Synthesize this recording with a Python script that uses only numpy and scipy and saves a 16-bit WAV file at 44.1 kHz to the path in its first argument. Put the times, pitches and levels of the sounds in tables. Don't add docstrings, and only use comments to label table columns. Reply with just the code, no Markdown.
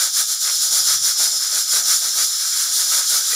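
import sys
import numpy as np
from scipy import signal
from scipy.fft import rfft, irfft
from scipy.io import wavfile
from scipy.ndimage import uniform_filter1d, map_coordinates

SR = 44100
rng = np.random.default_rng(int(sys.argv[2]) if len(sys.argv) > 2 else 0)


def wav_out(sig):
    wavfile.write(sys.argv[1], SR, np.round(np.clip(np.atleast_2d(sig).T, -1, 1) * 32767).astype(np.int16))


N = 147735

# hz, level_db
KITCHEN_COLOUR = [(20, -16), (50, -16), (85, 4), (120, 4.5), (170, 11.5), (300, -1), (800, -17),
                  (3000, -35)]
KITCHEN_DB = -69
# pitch_hz, width_hz of one filter pass, level_db
HUM_MODES = [(112, 28, -54), (155, 76, -59)]
# time_s, level_db
HUM_FADER = [(.55, -23), (.76, -6), (.87, 0), (1.02, -2), (1.08, -12.5), (1.75, -13), (2.0, -25)]

# pitch_hz, level_db, t60_s
PAN_MODES = [(486, -11.5, .1), (800, -18, .06), (1250, -10, .1), (1950, 1.5, 0.057), (2400, -5.5, .08)]
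KNOCK_S, KNOCK_DB, KNOCK_CONTACT_S = 3.329, -25, 0.00025

# delay_s, level_db
NEAR_REFLECTIONS = [(.0031, -19.5), (.0053, -22.5), (.0084, -18.5), (0.0132, -22)]
SWAY_S, SWAYS_PER_S = .00005, 1
ROOM_T60_S, ROOM_DB = 0.13, -9
STEAM_DB = -0.81

# centre_s (middle of the hiss swell), length_s (hiss, at half power), hiss_db, hollow_db, rush_db,
# lag_s (hollow tone, rush and cavity behind the hiss; negative leads)
WEIGHT_SWELLS = [(0.018, 0.088, -17, -31, -43.5, -0.0087), (0.191, 0.073, -16.5, -32.5, -45, -0.003),
                 (0.315, 0.071, -20.5, -40, -53, 0.007), (0.452, 0.076, -19, -32.5, -44, 0.025),
                 (0.546, 0.105, -21, -41, -55, 0.017), (0.646, 0.079, -19, -42.5, -51.5, 0.015),
                 (0.77, 0.1, -16.6, -36.5, -44.5, 0.0033), (0.906, 0.093, -16, -31, -42, -0.0018),
                 (1.072, 0.082, -18, -34.5, -48.5, -0.00063), (1.229, 0.08, -17.5, -34, -41, 0.012),
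                 (1.347, 0.082, -27, -51, -54, 0.0044), (1.445, 0.083, -26.5, -35.5, -49, -0.0006),
                 (1.574, 0.089, -17.8, -33.5, -47.5, -0.0055), (1.75, 0.09, -17, -31, -43.5, 0.018),
                 (1.919, 0.1, -16.6, -31, -45.5, -0.0058), (2.058, 0.08, -22, -38, -50.5, -0.005),
                 (2.207, 0.081, -18.0, -33, -43.5, 0.0033), (2.444, 0.098, -27, -43, -56.5, 0.00074),
                 (2.59, 0.095, -22, -35, -57, 0.0062), (2.794, 0.1, -19.0, -37.5, -46, 0.013),
                 (2.948, 0.097, -17.5, -31.5, -42.5, 0.0077), (3.135, 0.1, -17.5, -32.5, -47, 0.027),
                 (3.331, 0.096, -21, -33.5, -49, 0.025)]
# time_s, level_db
STEADY_LEAK = [(0, -24.5), (.38, -25.5), (.52, -26), (1.3, -22.5), (1.65, -24.5), (2.3, -21.5),
               (3.35, -20.5)]

# hz, level_db
HOLLOW_COLOUR = [(100, -65), (700, -44), (1080, -6), (1270, -3.5), (1400, 1.5), (1600, 0.5), (1900, -4.5),
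                 (2150, -4.5), (2550, -10), (3200, -15), (5000, -38)]
# hz, level_db
RUSH_COLOUR = [(30, -31), (100, -22), (170, -12.5), (280, -9), (420, -4.5), (500, 1.5), (720, 3.5),
               (870, 1.5), (1050, -2.5), (1500, -23), (3000, -47)]
HOLLOW_DB, RUSH_DB = -2, 0.5
HOLLOW_LEAK_DB, RUSH_LEAK_DB, CAVITY_LEAK_DB = -20.5, -36, -25
CAVITY_HZ, CAVITY_WIDTH_HZ = 1257, 114
CAVITY_SWELL_DB = -7.5
HISS_SQUARENESS, RUSH_SQUARENESS, RUSH_LENGTH_SHARE = 3.06, 2.3, 0.84

# hz, level_db
HISS_COLOUR = [(100, -75), (1500, -30), (2700, -25), (3100, -14), (3300, -5.5), (3600, -4), (4700, -1.5),
               (5600, 1.5), (6350, -0.5), (7450, 2), (7950, -11.5), (8700, -5.5), (10000, -11),
               (15500, -37)]
# hz, level_db
SIZZLE_COLOUR = [(500, -83), (6500, -26), (8000, -1.5), (8750, -7), (9250, 5.5), (9900, 1.5), (10350, 4),
                 (11000, -4), (11700, -4), (12450, -1.5), (13300, 0), (14000, -8), (14600, -5.5),
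                 (15500, -4.5)]
# pitch_hz, width_hz of one filter pass, level_db
VALVE_GAPS = [(5086, 170, -1.5), (5310, 140, -3.5), (5628, 250, -4.5), (5950, 110, -3), (6990, 360, -4.5),
              (7240, 91, -9.5)]
# time_s, level_db
RING_FADER = [(0, -6.5), (.35, -8), (.65, -5), (1.05, -3), (1.35, -2), (1.6, -6.5), (1.9, -3.5),
              (2.35, -6.5), (2.75, -6.5), (3.35, -9)]
HISS_DB, SIZZLE_DB = -2, -6
USUAL_FLOW_DB = -20
SIZZLE_FOLLOW, RING_FOLLOW = 1.21, 0.55
GAP_DRIFT, GAP_DRIFTS_PER_S = .008, 6
SPITS_PER_S, SPIT_DB = 1300, -11
SPIT_SPREAD_DB = 3.5

TOP_HZ = 15550


def undb(db):
    return 10 ** (np.asarray(db) / 20)


def unit(x):
    return x / np.sqrt(np.mean(x ** 2))


def curve(points):
    return np.interp(np.arange(N) / SR, *np.array(points).T)


def noise():
    return rng.standard_normal(N)


def colour(x, points):
    hz, db = np.array(points).T
    f = np.maximum(np.arange(N // 2 + 1) * SR / N, 1)
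    gain = undb(np.interp(np.log(f), np.log(hz), db))
    return unit(irfft(rfft(x) * gain, N))


def resonate(x, hz, width_hz):
    b, a = signal.iirpeak(hz, hz / width_hz, fs=SR)
    once = signal.lfilter(b, a, x)
    return unit(signal.lfilter(b, a, once))


def wander(rate):
    k = max(int(SR / rate), 2)
    smooth = uniform_filter1d(noise(), k, mode="wrap")
    return unit(uniform_filter1d(smooth, k, mode="wrap"))


def flutter(rate, depth_db):
    return undb(depth_db * wander(rate))


def low_hum():
    hum = sum(undb(db) * resonate(noise(), hz, width) for hz, width, db in HUM_MODES)
    return hum * undb(curve(HUM_FADER))


def kitchen():
    return undb(KITCHEN_DB) * colour(noise(), KITCHEN_COLOUR)


def knock():
    t = np.maximum(np.arange(N) / SR - KNOCK_S, 0)
    ring = np.zeros(N)
    for hz, db, t60 in PAN_MODES:
        decay = np.exp(-np.log(1000) * t / t60)
        ring += undb(db) * np.sin(2 * np.pi * hz * t) * decay
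    contact = 1 - np.exp(-t / KNOCK_CONTACT_S)
    return undb(KNOCK_DB) * ring * contact


def room(x):
    t = np.arange(SR // 2) / SR
    response = rng.standard_normal(len(t)) * np.exp(-np.log(1000) * t / ROOM_T60_S)
    return signal.fftconvolve(x, response / np.linalg.norm(response))[:N]


def tiles(x):
    sample = np.arange(N)
    reflected = np.zeros(N)
    for delay, db in NEAR_REFLECTIONS:
        delay_s = delay + SWAY_S * wander(SWAYS_PER_S)
        reflected += undb(db) * map_coordinates(x, [sample - SR * delay_s], mode="mirror")
    return reflected


def bell(centre_s, length_s, squareness):
    distance = np.abs((np.arange(N) / SR - centre_s) / (length_s / 2))
    return .5 ** (distance ** squareness)


def flow(centres, lengths, levels_db, leak_db, squareness):
    power = undb(curve(STEADY_LEAK) + leak_db) ** 2
    for centre_s, length_s, db in zip(centres, lengths, levels_db):
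        power += undb(db) ** 2 * bell(centre_s, length_s, squareness)
    return np.sqrt(power)


def rush():
    centres, lengths, _, hollow_db, rush_db, lags = np.array(WEIGHT_SWELLS).T
    centres, lengths = centres + lags, lengths * RUSH_LENGTH_SHARE

    hollow_flow = flow(centres, lengths, hollow_db, HOLLOW_LEAK_DB, RUSH_SQUARENESS)
    hollow = hollow_flow * colour(noise(), HOLLOW_COLOUR) * flutter(rate=49, depth_db=1.8)

    low_flow = flow(centres, lengths, rush_db, RUSH_LEAK_DB, RUSH_SQUARENESS)
    low = low_flow * colour(noise(), RUSH_COLOUR) * flutter(rate=28, depth_db=2.0)

    cavity_flow = flow(centres, lengths, hollow_db + CAVITY_SWELL_DB, CAVITY_LEAK_DB, RUSH_SQUARENESS)
    cavity = cavity_flow * resonate(noise(), CAVITY_HZ, CAVITY_WIDTH_HZ)

    layers = undb(HOLLOW_DB) * hollow + undb(RUSH_DB) * low + cavity
    return flutter(rate=44, depth_db=1.16) * layers


def follow(strength, slope):
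    usual = undb(USUAL_FLOW_DB)
    return usual * (strength / usual) ** slope


def spray():
    spat = rng.random(N) < SPITS_PER_S / SR
    sign = rng.choice([-1, 1], N)
    size = undb(SPIT_SPREAD_DB * np.minimum(rng.exponential(size=N), 3))
    return noise() + undb(SPIT_DB) * unit(spat * sign * size)


def drift(x):
    speed = 1 + GAP_DRIFT * wander(GAP_DRIFTS_PER_S)
    return map_coordinates(x, [np.cumsum(speed)], mode="mirror")


def valve_gaps():
    ring = np.zeros(N)
    for hz, width, db in VALVE_GAPS:
        tone = drift(resonate(noise(), hz, width))
        ring += undb(db) * tone * flutter(rate=16, depth_db=1.5)
    return unit(ring)


def jet():
    centres, lengths, hiss_db = np.array(WEIGHT_SWELLS).T[:3]
    strength = flow(centres, lengths, hiss_db, 0, HISS_SQUARENESS) * flutter(rate=51, depth_db=.5)
    hiss = undb(HISS_DB) * strength * colour(spray(), HISS_COLOUR)
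    sizzle_level = undb(SIZZLE_DB) * follow(strength, SIZZLE_FOLLOW) * flutter(rate=220, depth_db=0.26)
    sizzle = sizzle_level * colour(spray(), SIZZLE_COLOUR)
    ring = undb(curve(RING_FADER)) * follow(strength, RING_FOLLOW) * valve_gaps()
    return hiss + sizzle + ring


def scene():
    steam = jet() + rush()
    valve = undb(STEAM_DB) * (steam + tiles(steam) + undb(ROOM_DB) * room(steam))
    background = low_hum() + kitchen()
    mono = valve + background + knock()
    return np.array([mono, mono])


def record(dry):
    low_pass = signal.ellip(12, .2, 80, TOP_HZ, fs=SR, output="sos")
    return signal.sosfilt(low_pass, dry)


dry = scene()
out = record(dry)
wav_out(out)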